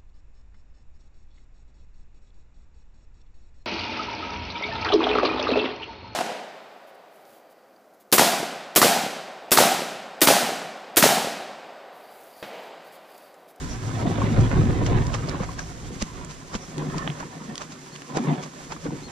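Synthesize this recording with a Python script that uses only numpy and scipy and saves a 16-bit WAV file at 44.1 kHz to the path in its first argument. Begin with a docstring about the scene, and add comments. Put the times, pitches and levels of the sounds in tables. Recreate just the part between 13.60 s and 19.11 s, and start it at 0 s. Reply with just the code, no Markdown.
"""A walking horse drags a wooden sled through an open field, heard from the seat. From the start grass
hisses, air buffets the microphone ports, and the runners scrape over clods that jolt the bed and drive
its resonances into a rumble. Hooves soon crunch into dry turf while chains click and wood knocks. By two
seconds the ground is smoother. Near 3.4 s friction makes a runner sing hoarsely, and the hitch snaps taut.
Near the end a small bird chirps twice on the left, with a last run of bumps between its calls."""
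import sys
import numpy as np
from scipy import signal
from scipy.fft import rfft, irfft, next_fast_len
from scipy.io import wavfile
from scipy.ndimage import uniform_filter1d, map_coordinates

SR = 44100
rng = np.random.default_rng(int(sys.argv[2]) if len(sys.argv) > 2 else 0)


def bounce(signal):
    """Save signal as a 16-bit WAV file at the path given by the first command-line argument."""
    frames = np.transpose(np.atleast_2d(signal))
    limited = np.clip(frames, -1, 1)
    pcm = np.round(limited * 32767).astype(np.int16)
    wavfile.write(sys.argv[1], SR, pcm)


N = 242981

# Spectra of air, grass, dry stalks and earth. Each row: frequency in Hz, relative density in dB.
BUFFET_SPECTRUM = [(8, -8), (25, 12), (58, 14.5), (80, 15.5), (125, -15), (400, -107)]
GRASS_SPECTRUM = [(600, 2.5), (1200, 6), (1900, 6), (2500, 3.5), (3200, 4), (4500, 4), (6100, 5),
                  (7400, 1.5), (8300, -3), (9700, -6.5), (11200, -13.5), (12500, -12.5), (15000, -29)]
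STALK_SPECTRUM = [(900, -34), (2200, 5), (3600, 3.5), (6200, 4.5), (7300, -1.5), (8400, -10.5),
                  (11000, -22.5), (15000, -54)]
EARTH_SPECTRUM = [(250, 9), (550, 9), (800, 10), (1150, 12), (1800, 3.5), (2800, -5), (6000, -60)]
# The bass over time. Each row: time in seconds, relative levels of the bed's boom and of buffeting in dB.
BASS_LEVELS = [(0.0, -44, -34.5), (0.38, -29, -42), (0.64, -29.5, -33), (0.79, -20.5, -24),
               (0.89, -26, -27.5), (1.1, -23.5, -23), (1.15, -31, -30), (1.35, -21, -25.5),
               (1.58, -30.5, -35), (2.01, -45.5, -39.5), (3.18, -57.5, -51), (3.38, -48, -38),
               (3.6, -55, -58), (3.9, -54, -59), (4.37, -69, -64), (4.6, -63, -68), (4.88, -72, -68),
               (4.98, -76, -54.5), (5.34, -51, -47), (5.51, -54, -51)]
# Thickness of the grass along the way. Each row: time in seconds, relative hiss level in dB.
GRASS_LEVELS = [(0.0, -42), (0.8, -43), (2.88, -46.5), (3.33, -45.5), (4.07, -47), (5.51, -46)]
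# Bird calls. Each row: start and length in seconds, held pitch in Hz, relative level in dB,
# final fall as a fraction of the pitch.
CHIRPS = [(4.309, .058, 4400, -54, .05), (5.423, .066, 4340, -48.5, .25)]
# Shivers of the hitch chains. Each row: time of the peak in seconds, level in dB.
JINGLES = [(0.125, -47), (2.025, -50.5), (3.03, -51.5)]
# Links click and stems snap. Each row: start in seconds, relative noise level in dB, pitch in Hz,
# half bandwidth in octaves, level of the link's note in dB.
CLICKS = [(0.915, -31.5, 1890, 0.36, -45), (1.2635, -28.5, 2300, 0.47, -42),
          (1.266, -29.5, 6000, 0.18, -40), (1.468, -30.5, 4800, 0.53, -50), (1.541, -30, 2440, 0.27, -46),
          (1.554, -48, 3400, 0.53, -48), (1.688, -32.5, 4660, 0.16, -38), (1.695, -29, 4350, 0.28, -47),
          (1.992, -29, 5750, 0.092, -36), (2.4212, -30, 5300, 0.35, -35), (2.4241, -22.5, 3740, 0.84, -44),
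          (2.648, -36.5, 6640, 0.25, -52), (2.9518, -31.5, 2900, 0.38, -35),
          (3.181, -32.5, 4400, 0.59, -50), (3.382, -31, 3600, 0.57, -52), (3.956, -31.5, 3350, 0.7, -27),
          (3.979, -29, 5060, 0.25, -42), (3.9801, -31.5, 3250, 0.35, -35), (4.354, -38, 3320, 0.1, -47),
          (4.361, -35.5, 2900, 0.79, -45), (4.42, -36, 2400, 0.78, -48), (4.572, -30, 2000, 1.4, -53)]
# The hitch snaps taut and rebounds. Each row: start in seconds, level in dB.
CLACKS = [(3.4761, -15), (3.5006, -21)]
# Loose boards and the hitch bar knock. Each row: start in seconds, level in dB, pitch in Hz,
# 60 dB decay time in seconds.
KNOCKS = [(0.456, -23, 703, 0.088), (0.584, -21.5, 595, .025), (0.617, -15, 1080, 0.035),
          (0.783, -25, 720, 0.043), (0.914, -23, 1020, .022), (1.033, -27, 520, 0.028),
          (1.216, -21, 600, 0.022), (1.541, -28, 1140, 0.016), (1.682, -24, 590, 0.019),
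          (1.746, -22, 1070, 0.027), (1.8, -23, 1090, 0.026), (1.803, -23.5, 503, 0.058),
          (1.89, -24.5, 1070, 0.034), (1.991, -19.5, 1614, 0.025), (2.42, -19.5, 540, 0.016),
          (2.951, -23, 480, 0.02), (3.221, -24.5, 1090, 0.024), (3.344, -21.5, 996, 0.025),
          (3.4755, -12, 860, 0.0066), (3.602, -23, 1410, 0.019), (3.628, -28.5, 950, 0.04),
          (4.5708, -13.5, 424, 0.023), (4.583, -19, 1070, 0.016), (4.71, -27, 690, 0.1),
          (5.124, -25.5, 910, 0.026), (5.164, -26, 1170, 0.014), (5.257, -23.5, 483, 0.065),
          (5.265, -29, 1480, 0.024), (5.306, -28, 950, .022)]
# Hoof falls. Each row: landing time in seconds, relative levels of the earth and of the stalks in dB.
HOOF_FALLS = [(0.81, -44, -37.5), (0.922, -36, -44), (1.265, -35, -34.5), (1.545, -29, -30),
              (1.69, -45, -38), (1.809, -40, -50), (1.835, -33.5, -38.5), (1.993, -36.5, -37),
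              (2.416, -35.5, -30), (2.708, -44, -39.5), (2.941, -37.5, -39), (2.954, -38, -35),
              (3.381, -39, -35), (3.604, -38, -42), (3.627, -39, -64), (4.017, -35, -35),
              (4.121, -45, -40.5), (4.358, -49, -48), (4.57, -32.5, -30.5), (4.832, -41.5, -35.5),
              (5.121, -34, -36), (5.245, -48, -44), (5.263, -42, -58)]
# Notes of a rubbing runner. Each row: frequency in Hz, level in dB.
RUB_NOTES = [(1085, -43), (1270, -46), (1800, -44.5)]
# The bed drops on bumps. Each row: start in seconds, relative level in dB, pitch in Hz,
# level of the deep heave in dB, 60 dB decay time in seconds.
JOLTS = [(0.464, -11, 207, -31, 0.07), (0.632, -7.5, 184, -38, 0.053), (0.713, -12, 217, -35, 0.099),
         (0.733, -12.5, 132, -26, 0.066), (0.7819, -4, 135, -20, 0.077), (0.7914, 3, 121, -17, 0.039),
         (0.932, -9.5, 223, -34, 0.044), (0.975, -8.5, 195, -24, 0.036), (0.997, -1, 161, -37, 0.041),
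         (1.036, -7.5, 190, -32, .04), (1.055, -10, 238, -36, 0.071), (1.095, -16, 161, -36, 0.065),
         (1.219, -19, 200, -26, 0.03), (1.313, -9, 272, -19, 0.04), (1.36, -11, 198, -25, 0.035),
         (1.804, -15.5, 184, -32, .06), (2.4244, -8.5, 198, -25.5, 0.029), (2.95, -16, 199, -28.5, 0.054),
         (3.283, -16, 156, -46, .06), (3.353, -19, 172, -36, 0.051), (3.492, -20, 145.6, -50, .17),
         (3.809, -26, 210, -55, 0.074), (3.882, -26.5, 217.5, -60, 0.19), (4.5711, -11, 320, -50, 0.022),
         (4.595, -14, 233, -50, 0.1), (4.678, -15.5, 155, -53, 0.23), (4.721, -15.5, 239, -50, 0.068),
         (4.777, -21.5, 158, -55, .12), (5.259, -17, 296, -50, 0.078), (5.284, -14, 160, -50, 0.067)]
# Modes of the boards, the loaded bed and the runners. Each row: frequency and width in Hz, gain in dB.
BOARD_MODES = [(148, 15.6, 5), (180, 17.5, 0), (210.7, 32, -4), (265.7, 31, 0), (300.6, 38, -3.5),
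               (375.2, 28.5, -3.5), (475, 40, -8)]
BED_MODES = [(108, 14, 0)]
RUNNER_MODES = [(546, 49, 6), (741, 91, 6.5), (1000, 101, 7), (1137, 120, 2.5), (1258, 57, 2.5),
                (1520, 205, -4), (1782, 106, 0.5), (2080, 540, -5.5), (3710, 1000, -7)]
# Roughness of the ground. Each row: time in seconds, relative level of the drag in dB.
DRAG_LEVELS = [(0.0, -35.5), (0.2, -36), (0.32, -30.5), (0.44, -29.5), (0.61, -27), (0.8, -28),
               (1.15, -31.5), (1.4, -25.5), (1.47, -34), (1.69, -31), (1.92, -39.5), (2.93, -44),
               (3.19, -39.5), (3.35, -37.5), (4.19, -44), (4.53, -43.5), (4.69, -27.5), (4.87, -42.5),
               (5.51, -41.5)]
# Patches of clods. Each row: start and length in seconds, levels of rumble and of scrape in dB.
CLOD_PATCHES = [(0.443, 0.045, -24.5, -42), (0.634, 0.033, -28.5, -36), (0.777, 0.049, -27, -38),
                (0.853, 0.023, -34, -41), (0.97, 0.039, -22.5, -38.5), (1.099, 0.14, -24.5, -42),
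                (1.282, 0.079, -25.5, -36), (1.68, 0.074, -37, -42.5), (2.285, 0.084, -39, -54),
                (2.548, 0.087, -43, -47.5), (3.182, 0.11, -30.5, -42.5), (3.335, 0.037, -28.5, -47),
                (3.41, 0.11, -36, -42), (3.897, 0.03, -38.5, -45), (4.5, .012, -37, -44.5),
                (4.555, 0.041, -25, -38.5), (4.644, 0.036, -34, -58), (4.697, 0.042, -28.5, -38),
                (4.764, 0.057, -36.5, -46.5), (5.254, 0.026, -28.5, -42.5), (5.31, 0.046, -33, -50.5)]
# The two microphone ports. Each row: frequency in Hz, coherence from 0 to 1,
# phase lead of the left in radians, left minus right level in dB.
PORTS = [(30, 0, 0.5, -4), (58, 0, 1.5, -5), (108, 1, 0.35, 2), (308, 0.92, 0.4, 0), (650, 1, -1.65, -3.5),
         (970, 0, 1, -3), (1390, 0, -3.5, -6), (1900, 0.03, -5, -6), (3700, 0.82, -6.5, -4),
         (5070, 0, -6.5, -1), (6900, 0.65, -9, -2.5), (9200, 0, -12.5, -6.5), (12400, 0.5, -11, 0)]

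# Until they reach the ports, two-row signals hold a direct part and a scattered part.
DIRECT_ONLY, MOSTLY_DIRECT = [[1], [0]], [[1], [.5]]


def amp(db):
    """Amplitude grows tenfold for every 20 dB."""
    return 10 ** (np.asarray(db) / 20)


def decay(t, t60):
    """Damping gives an exponential decay of 60 dB in t60 seconds."""
    return amp(-60 * t / t60)


def unit(x):
    """Normalisation brings x to an rms of 1."""
    return x / np.sqrt(np.mean(x ** 2) + 1e-20)


def clock():
    """Uniform sampling: the time of each sample in seconds."""
    return np.arange(N) / SR


def along(rows, hz, column=1):
    """Interpolation reads a table column on a logarithmic frequency axis."""
    table = np.transpose(rows)
    return np.interp(np.log(hz + 1), np.log(table[0] + 1), table[column])


def curves(rows):
    """Linear interpolation in time gives each later column one value per sample."""
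    times, *columns = np.transpose(rows)
    return [np.interp(clock(), times, column) for column in columns]


def wobble(rate):
    """A spline through rate random knots a second gives a smooth fluctuation."""
    return map_coordinates(rng.standard_normal(int(N * rate / SR) + 4), [clock() * rate])


def swell(start, length, rise_s, fall_s):
    """Exponential growth until start, a hold, then decay; rise_s and fall_s each span 20 dB."""
    t = clock() - start
    return amp(20 * (np.minimum(t, 0) / rise_s - np.maximum(t - length, 0) / fall_s))


def add(out, sound, start):
    """Superposition: sound adds to out from start seconds on."""
    span = out[:, round(start * SR):][:, :sound.shape[1]]
    span += sound[:, :span.shape[1]]


def highpass(x, hz, order):
    """Attenuation below hz steepens with the order."""
    return signal.sosfilt(signal.butter(order, hz, 'high', fs=SR, output='sos'), x)


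def lowpass(x, hz, order):
    """Attenuation above hz steepens with the order."""
    return signal.sosfilt(signal.butter(order, hz, 'low', fs=SR, output='sos'), x)


def band(x, hz, octaves):
    """A damped resonance passes a band reaching octaves to each side of hz."""
    edges = [hz / 2 ** octaves, hz * 2 ** octaves]
    return signal.sosfilt(signal.butter(2, edges, 'band', fs=SR, output='sos'), x)


def filtered(x, response):
    """Linear filtering multiplies the spectrum by a complex frequency response."""
    size = next_fast_len(N + SR // 2)
    return irfft(rfft(x, size) * response(np.fft.rfftfreq(size, 1 / SR)), size)[..., :N]


def coloured(x, spectrum):
    """Spectral shaping gives x the colour of a table, at rms 1."""
    return unit(filtered(x, lambda hz: amp(along(spectrum, hz))))


def resonate(x, modes, top_hz):
    """A body responds as the sum of its modes; soft ground dulls them above top_hz."""
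    def response(f):
        body = sum((-1) ** k * amp(db) * 1j * f * width / (hz * hz - f * f + 1j * f * width)
                   for k, (hz, width, db) in enumerate(modes))
        return body / (1 + 1j * f / top_hz) ** 2
    return filtered(x, response)


def moving_contact(x, depth_db):
    """Modal excitation depends on position, so resonances wax and wane as the contact moves."""
    spectra = signal.stft(x, nperseg=1024)[2]
    drift = uniform_filter1d(rng.standard_normal(spectra.shape[1:]), size=2, axis=0)  # over frequency
    drift = uniform_filter1d(drift, size=5, axis=1)  # over time
    gain = amp(depth_db * np.clip(unit(drift), -2, 2))
    return unit(signal.istft(spectra * gain, nperseg=1024)[1][:, :N])


def grit(rate, spread_db):
    """Shot noise: about rate tiny contacts a second, at random times and of random size."""
    hit = rng.random(N) < rate / SR
    size = amp(spread_db * np.clip(rng.standard_normal(N), -2, 2))
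    return unit(hit * size * rng.choice([-1, 1], (2, N)))


def wind():
    """Pressure fluctuations in moving air buffet the ports in low lumps."""
    _, buffet_db = curves(BASS_LEVELS)
    level = amp(buffet_db - 3 + 1.3 * wobble(20.7))
    return level * coloured(rng.standard_normal((2, N)), BUFFET_SPECTRUM)


def grass(flutter_db=1.3):
    """Friction of many dry blades brushing past sums to a fine hiss with a light crackle."""
    hiss_db, = curves(GRASS_LEVELS)
    crackle = amp(-13) * coloured(grit(rate=200, spread_db=5), STALK_SPECTRUM)
    level = amp(hiss_db - 4.5 + flutter_db * wobble(32))
    hiss = coloured(rng.standard_normal((2, N)), GRASS_SPECTRUM)
    return level * (hiss + crackle)


def whistle(start, length, hz, drop):
    """Frequency modulation: one voice of a bird slides up, holds its note and falls at the end."""
    t = np.clip(clock() - start, 0, length)
    progress = t / length
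    slide = .24 * np.exp(-t / .008)
    pitch = hz * (1 - slide - drop * progress ** 10 + .006 * wobble(300))
    envelope = amp(2 * wobble(150)) * (1 - (2 * progress - 1) ** 6)
    return envelope * np.sin(2 * np.pi * np.cumsum(pitch) / SR)


def bird(upper_ratio=1.51, upper_lead_s=.007):
    """Biphonation: a small bird in the trees calls with two voices at once."""
    out = np.zeros(N)
    for start, length, hz, db, drop in CHIRPS:
        lower = whistle(start, length, hz, drop)
        upper = whistle(start - upper_lead_s, length, hz * upper_ratio, drop)
        out += amp(db) * (lower + amp(-8) * upper)
    return out * DIRECT_ONLY


def chain_jingles(ring_hz=5740, half_width_s=.034):
    """Many small collisions excite the links' resonance in one soft, bright shiver."""
    shiver = sum(amp(db) * np.exp(-((clock() - peak) / half_width_s) ** 2) for peak, db in JINGLES)
    return shiver * unit(band(grit(rate=1200, spread_db=2), ring_hz, octaves=.11))


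def link_and_stem_clicks():
    """Impulsive excitation gives a crack, a rough, heavily damped ring and a link's brief note."""
    out = np.zeros((2, N))
    t = np.arange(SR // 20) / SR
    for start, db, hz, octaves, link_db in CLICKS:
        noise = rng.standard_normal((2, len(t)))
        burst = decay(t, t60=.006) + amp(-14) * decay(t, t60=.03)
        ring = unit(band(noise * burst, hz, max(octaves, .1)))
        crack = unit(band(noise * decay(t, t60=.0008), hz=1900, octaves=.8))
        link = amp(link_db) * decay(t, t60=.0075) * np.sin(2 * np.pi * hz * t)
        add(out, amp(db - 17) * (ring + amp(-7) * crack) + link * MOSTLY_DIRECT, start)
    return lowpass(out, hz=12500, order=2)


def hitch_clacks():
    """Sudden tension in the hitch makes a hard impulse, after which its iron ring vibrates briefly."""
    out = np.zeros((2, N))
    t = np.arange(SR // 20) / SR
    contact = highpass(signal.unit_impulse(len(t)), hz=1800, order=1)
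    contact = lowpass(contact, hz=3600, order=14)
    contact /= np.abs(contact).max()
    for start, db in CLACKS:
        ring = unit(band(rng.standard_normal((2, len(t))), hz=3100, octaves=.13))
        clink = amp(-17) * decay(t, t60=.035) * ring
        add(out, amp(db) * (contact * DIRECT_ONLY + clink), start)
    return out


def wood_knocks(attack_s=.00037):
    """Struck wood vibrates freely on one damped mode, with a rougher overtone above it."""
    out = np.zeros((2, N))
    t = np.arange(SR // 10) / SR
    attack = 1 - np.exp(-t / attack_s)
    for start, db, hz, t60 in KNOCKS:
        note = np.sin(2 * np.pi * hz * t) * decay(t, t60) * MOSTLY_DIRECT
        overtone = unit(band(rng.standard_normal((2, len(t))), 1.57 * hz, octaves=.67))
        overtone *= amp(-18) * decay(t, t60=.018)
        add(out, amp(db) * attack * (note + overtone), start)
    return out


def hoof_crunches():
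    """Brittle fracture: stalks snap ever louder under a hoof until the weight lands on the earth."""
    earth_level, stalk_level = np.zeros((2, N))
    for landing, earth_db, stalk_db in HOOF_FALLS:
        press = swell(landing, 0, rise_s=.034, fall_s=.026)
        press *= amp(-4.5 * (clock() < landing))  # a light touch, then the full weight at once
        earth_level += amp(earth_db + 1.5) * press
        stalk_level += amp(stalk_db - 3) * press
    earth = coloured(grit(rate=2500, spread_db=0), EARTH_SPECTRUM)
    stalks = coloured(grit(rate=4200, spread_db=2.5), STALK_SPECTRUM)
    return earth_level * earth + stalk_level * stalks


def runner_rub(peak_s=3.405, length_s=.2):
    """Stick-slip friction on firm ground sustains a few narrow resonances of a runner for a moment."""
    arch = np.maximum(1 - (2 * (clock() - peak_s) / length_s) ** 2, 0)
    slips = grit(rate=1200, spread_db=6.5)
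    return arch * sum(amp(db) * unit(band(slips, hz, octaves=.05)) for hz, db in RUB_NOTES)


def bed_jolts(attack_s=.0023, heave_s=.0036):
    """Transient response: a big bump sets the bed in damped oscillation and heaves the whole sled."""
    out = np.zeros((2, N))
    t = np.arange(SR // 5) / SR
    attack = 1 - np.exp(-t / attack_s)
    u = t / heave_s
    heave = u * (2 - u) * np.exp(1 - u)  # one push and its slower rebound
    for start, db, hz, heave_db, t60 in JOLTS:
        shove = amp(db + 1) * attack * decay(t, t60) * np.sin(2 * np.pi * hz * t)
        radiated = highpass(shove, .78 * hz, order=2)  # the bed radiates little below its pitch
        add(out, (radiated + amp(heave_db) * heave) * DIRECT_ONLY, start)
    return out


def sled_drag():
    """Forced vibration: rough ground shakes the boards and loaded bed while grit scrapes the runners."""
    drag_db, = curves(DRAG_LEVELS)
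    boom_db, _ = curves(BASS_LEVELS)
    rumble_level, scrape_level = amp(drag_db - 1.5), amp(drag_db - 9)
    for start, length, rumble_db, scrape_db in CLOD_PATCHES:
        bite = swell(start, length, rise_s=.028, fall_s=.055)
        rumble_level = np.hypot(rumble_level, amp(rumble_db) * bite)  # powers add
        scrape_level = np.hypot(scrape_level, amp(scrape_db) * bite)
    grip = amp(1.5 * wobble(45))  # the runners grip and let go
    boards = resonate(grit(rate=900, spread_db=2.5), BOARD_MODES, top_hz=880)
    boards = moving_contact(boards, depth_db=.5)
    rumble = unit(highpass(boards, hz=135, order=6))  # boards radiate little bass
    bed = resonate(grit(rate=600, spread_db=5.5), BED_MODES, top_hz=300)
    boom = amp(boom_db + 1.44) * unit(band(bed, hz=114.3, octaves=.36))
    runners = resonate(grit(rate=800, spread_db=1.5), RUNNER_MODES, top_hz=3680)
    scrape = moving_contact(runners, depth_db=4)
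    return boom + grip * (rumble_level * rumble + scrape_level * scrape)


def ports(parts):
    """Direct sound differs in phase and level between two ports; scattered sound lowers coherence."""
    def response(hz, side):
        coherence, lead, lean_db = (along(PORTS, hz, column) for column in (1, 2, 3))
        angle = np.arccos(np.clip(coherence, 0, 1)) / 2
        shares = np.array([np.cos(angle), side * np.sin(angle)])
        centre_gain = np.sqrt((1 + coherence * np.cos(lead)) / 2 + .0012)
        return shares * np.exp(side * 1j * lead / 2) * amp(side * lean_db / 2) / centre_gain
    return np.array([filtered(parts, lambda hz: response(hz, side)).sum(axis=0) for side in (1, -1)])


def scene():
    """Sled, hooves, hitch and field superpose at the ports, with the bird off to the left."""
    sled_and_horse = sled_drag() + runner_rub() + bed_jolts() + hoof_crunches()
    rattles = link_and_stem_clicks() + hitch_clacks() + chain_jingles() + wood_knocks()
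    field = grass() + wind()
    to_the_left = amp([[5], [-5]])
    return ports(sled_and_horse + rattles + field) + to_the_left * ports(bird())


def record(dry):
    """Band limiting removes everything above 15 kHz."""
    return filtered(dry, lambda hz: hz < 15000)


dry = scene()
out = record(dry)
bounce(out)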